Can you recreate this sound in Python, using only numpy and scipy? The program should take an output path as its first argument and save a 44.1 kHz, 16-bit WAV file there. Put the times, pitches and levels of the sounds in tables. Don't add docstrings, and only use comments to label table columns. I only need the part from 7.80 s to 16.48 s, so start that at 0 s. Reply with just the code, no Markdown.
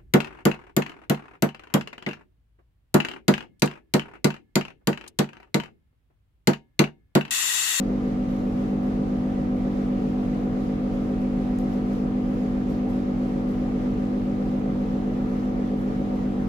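import sys
import numpy as np
from scipy import signal
from scipy.fft import rfft, irfft, next_fast_len
from scipy.io import wavfile
from scipy.ndimage import uniform_filter1d, map_coordinates

SR = 44100
rng = np.random.default_rng(int(sys.argv[2]) if len(sys.argv) > 2 else 0)


def dump_mix(stems):
    frames = np.atleast_2d(stems).T
    limited = np.clip(frames, -1, 1)
    pcm = np.round(limited * 32767).astype(np.int16)
    wavfile.write(sys.argv[1], SR, pcm)


N = 382788


def amp(db):
    return 10 ** (np.asarray(db) / 20)


def unit_rms(x):
    return x / np.sqrt(np.mean(x ** 2))


def curve_at(table, hz):
    knots_hz, *columns = np.transpose(table)
    return np.array([np.interp(np.log(hz + 1), np.log(knots_hz + 1), c) for c in columns])


def wobble(rate_hz):
    knots = rng.standard_normal(int(N * rate_hz / SR) + 4)
    return map_coordinates(knots, [np.arange(N) * rate_hz / SR])


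def filtered(x, response):
    size = next_fast_len(N + SR // 2)
    return irfft(rfft(x, size) * response(np.fft.rfftfreq(size, 1 / SR)), size)[..., :N]


def room_tone(phase_rad, level_db, pan_db, lead_rad, waver_db=0.74):
    side = np.array([[.5], [-.5]])
    gain = amp(level_db + waver_db * wobble(1.986))
    wave = gain * np.exp(1j * (phase_rad + rng.uniform(0, 2 * np.pi)))
    placement = unit_rms(amp(side * pan_db)) * np.exp(1j * side * lead_rad)
    return np.sqrt(2) * np.real(placement * wave)


MAINS_HZ, BELT_HZ, PULLEY_HZ = 49.966, 7.57, 12.12
MAINS_OVERTONES = [(1, -49.8, -3.1, 0.35), (2, -47.3, 2.1, 0.64), (3, -57.5, -6.9, 0.21),
                   (4, -29.8, -0.7, 0.16), (5, -28.4, 0.9, -0.1), (6, -38.4, -0.5, 0.66),
                   (7, -47.1, -2.6, -0.47), (8, -48.4, 1.3, 0.69), (9, -51.2, 1.0, -1.26),
                   (10, -48.9, 2.1, 0.33), (11, -47.2, -5.8, 0.66), (12, -61.5, -2.2, -1.14),
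                   (14, -58.6, -1.4, 0.65), (15, -47.6, 9.9, -1.76), (16, -60.4, -3.0, -1.08),
                   (20, -64.7, -4.8, 2.26), (22, -63.0, 0.4, 2.75), (24, -56.9, -2.5, 1.88),
                   (26, -66.8, 8.1, -1.21)]


def machine_drone():
    rad_per_hz = 2 * np.pi * np.arange(N) / SR
    mains_rad = MAINS_HZ * rad_per_hz + .03 * wobble(.4)
    belt_rad = BELT_HZ * rad_per_hz + .08 * wobble(.5)
    pulley_rad = PULLEY_HZ * rad_per_hz + .2 * wobble(.3)
    hum = sum(room_tone(k * mains_rad, *mix) for k, *mix in MAINS_OVERTONES)
    flutter = sum(room_tone(k * mains_rad + m * belt_rad + n * pulley_rad, *mix)
                  for k, m, n, *mix in side_tones())
    return hum + flutter


CLEAR_SIDE_TONES = [(1, -2, 1, -48.9), (1, 0, -1, -39.7), (1, 0, 1, -49.5), (2, 1, 0, -46.3),
                    (2, 2, 0, -49.8), (3, -2, 1, -49.1), (3, -1, 0, -47.8), (3, 0, -1, -46.6),
                    (3, 0, 1, -45.6), (3, 1, -1, -53.1), (3, 1, 0, -46.0), (4, -1, 0, -42.4),
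                    (4, 0, -1, -50.4), (4, 0, 1, -52.8), (4, 1, -2, -47.3), (4, 1, 0, -45.2),
                    (5, -2, 1, -51.3), (5, 1, 0, -42.7), (5, 2, -1, -46.9), (6, -1, 0, -44.6),
                    (6, -2, 1, -54.6), (7, -1, 0, -51.8), (8, -1, 0, -53.2), (9, -1, 0, -50.6),
                    (9, -2, 0, -55.8), (9, 1, -2, -54.6), (11, -1, 0, -56.1), (11, 1, 0, -52.7)]
FAINT_SIDE_STEPS = [(-2, 0), (-1, 0), (1, 0), (2, 0), (0, -1), (0, 1)]
# f/Hz, pan/dB, lead/rad, share of scatter
SIDE_TONE_PLACES = [(40, -3, .4, 0), (65, -3, .45, 0), (107, 5, -.1, .05), (135, -1.5, .1, .05),
                    (200, .5, .1, .1), (265, .5, -.15, .1), (340, -4, .2, .4), (560, -3, .5, 1)]


def side_tones(top_multiple=11, spread_db=4, scatter_db=4, scatter_rad=.9):
    speeds_hz = [MAINS_HZ, BELT_HZ, PULLEY_HZ]
    taken = {row[:3] for row in CLEAR_SIDE_TONES}
    faint = [(k, m, n) for k in range(1, top_multiple + 1)
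             for m, n in FAINT_SIDE_STEPS if (k, m, n) not in taken]
    air_db = curve_at(AIR_RUMBLE + AIR_RUSH, np.dot(faint, speeds_hz))[0]
    faint_db = air_db + spread_db * rng.standard_normal(len(faint))
    tones = np.vstack([CLEAR_SIDE_TONES, np.column_stack([faint, faint_db])])
    pan_db, lead_rad, share = curve_at(SIDE_TONE_PLACES, tones[:, :3] @ speeds_hz)
    scatter = share[:, None] * (scatter_db, scatter_rad) * rng.standard_normal((len(tones), 2))
    return np.hstack([tones, np.transpose([pan_db, lead_rad]) + scatter])


# t/s, level/dB, length/s
FIRM_STROKES = [(.49, -64, .04), (1.02, -65, .06), (3.13, -65, .04), (3.4, -64, .05), (3.785, -59, .06),
                (3.92, -64, .06), (4.13, -65, .07), (4.89, -62, .05), (5.085, -62, .045), (5.67, -62, .08),
                (7.98, -64, .06), (8.345, -64, .04)]


def stroke_envelope(light_per_s=1.5, light_db=-69, spread_db=1.5, light_s=.06, rise_share=.125):
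    draws = rng.uniform(size=(round(light_per_s * N / SR), 2))
    light_strokes = [(when * N / SR, light_db + spread_db * (2 * force - 1), light_s)
                     for when, force in draws]
    power = np.zeros(N + SR)
    t = np.arange(SR // 2) / SR
    for start_s, level_db, length_s in FIRM_STROKES + light_strokes:
        progress = t / length_s
        stroke = amp(level_db) * (1 - np.exp(-progress / rise_share)) * np.exp(-progress ** 2)
        power[round(start_s * SR):][:len(t)] += stroke ** 2
    return np.sqrt(power[:N])


# f/Hz, relative level/dB
SCRAPE_SPECTRUM = [(1500, -30), (3000, 2), (6000, -1), (9000, -4), (13000, -2), (16000, -4)]


def plastic_strokes(roughness_db=1.5, pan_db=5):
    noise = rng.standard_normal((2, N))
    hiss = unit_rms(filtered(noise, lambda hz: amp(curve_at(SCRAPE_SPECTRUM, hz)[0])))
    envelope = stroke_envelope() * amp(roughness_db * wobble(90))
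    return envelope * hiss * amp([[pan_db / 2], [-pan_db / 2]])


# t/s, onset level before band-pass/dB, pan/dB
TIP_TICKS = [(3.761, -53, 1.5), (3.7873, -40, 3), (4.132, -52, 2)]


def iron_ticks(t60_s=.01, band_hz=(3800, 14000)):
    t = np.arange(SR // 50) / SR
    ticks = np.zeros((2, N))
    for start_s, level_db, pan_db in TIP_TICKS:
        burst = amp(level_db - 60 * t / t60_s) * rng.standard_normal(len(t))
        ticks[:, round(start_s * SR):][:, :len(t)] += amp([[pan_db / 2], [-pan_db / 2]]) * burst
    return signal.sosfilt(signal.butter(2, band_hz, "band", fs=SR, output="sos"), ticks)


# f/Hz, left-right correlation
AIR_CORRELATION = [(25, 0.98), (60, .9), (130, 0.88), (290, .94), (640, 0.31), (1410, -0.27), (3100, 0.091),
                   (15000, -0.23)]


def air_noise(patchy_db=0.78):
    def mid_side_gains(hz):
        angle_rad = np.arccos(np.clip(curve_at(AIR_CORRELATION, hz)[0], -1, 1)) / 2
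        return np.array([np.cos(angle_rad), np.sin(angle_rad)])

    spectra = signal.stft(rng.standard_normal((2, N)), nperseg=512)[2]
    patches = rng.standard_normal(spectra.shape[1:])
    patches = uniform_filter1d(patches, size=8, axis=0)
    patches = uniform_filter1d(patches, size=12, axis=1)
    noise = signal.istft(spectra * amp(patchy_db * unit_rms(patches)), nperseg=512)[1][:, :N]
    mid, side = filtered(unit_rms(noise), mid_side_gains)
    return np.array([mid + side, mid - side])


# f/Hz, level in a 1 Hz band/dB, pan/dB
AIR_RUMBLE = [(20, -78.5, 2), (35, -66, -4), (55.4, -57, -4), (74, -68.5, 0), (110, -67.5, 3),
              (131, -63, 1.5), (149, -66.5, 0.5), (171.5, -57.5, -1.5), (171, -66, -0.5),
              (250, -60.5, -2.5), (284, -65, -4), (325, -62, -2.5), (380, -65.5, 1.5), (442, -59.5, -1)]
AIR_RUSH = [(462, -63, 1.5), (525, -63.5, -3.5), (645, -71, 1), (748, -67.5, -1.5), (875, -76, 0.5),
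            (920, -74, 0), (1130, -78.5, 0), (1280, -77, 0.5), (1530, -82.5, 0), (2010, -83, 0),
            (2340, -86, 1), (2970, -90, 1), (4420, -95.5, 0)]
PORT_HISS = [(6650, -101, -5.5), (7000, -102, -4), (8100, -107, 7.5), (8600, -109, 6), (10000, -109, 5),
             (11400, -108, 4), (12200, -111, 6), (13500, -112, 5), (14500, -112, 5), (15400, -115, 4.5)]
# f/Hz, half width/Hz, depth/dB
ROOM_DIPS = [(275, 3.7, 2.5), (295, 5.9, 5), (293, 6.9, 6.5), (422, 7.1, 6.5), (459.6, 8.2, 6.5),
             (525, 9, 3.5), (714, 12, 2)]


def moving_air(swell_db=1.0, lead_rad=0.23, low_cut_hz=12, treble_hz=3500):
    def colour(hz):
        level_db, pan_db = curve_at(AIR_RUMBLE + AIR_RUSH + PORT_HISS, hz)
        for centre_hz, width_hz, depth_db in ROOM_DIPS:
            level_db -= depth_db * np.exp(-((hz - centre_hz) / width_hz) ** 2)
        gain = np.sqrt(SR / 2) * amp([level_db + pan_db / 2, level_db - pan_db / 2])
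        phase_shift = np.exp([[.5j * lead_rad], [-.5j * lead_rad]])
        return gain * phase_shift * (hz > low_cut_hz)

    flow = filtered(air_noise(), colour)
    treble = filtered(flow, lambda hz: hz ** 2 / (hz ** 2 + treble_hz ** 2))
    return flow + treble * (amp(swell_db * wobble(9.9)) - 1)


def scene():
    return machine_drone() + moving_air() + plastic_strokes() + iron_ticks()


BAND_LIMIT_HZ = 15460


def record(dry):
    return filtered(dry, lambda hz: hz < BAND_LIMIT_HZ)


dry = scene()
out = record(dry)
dump_mix(out)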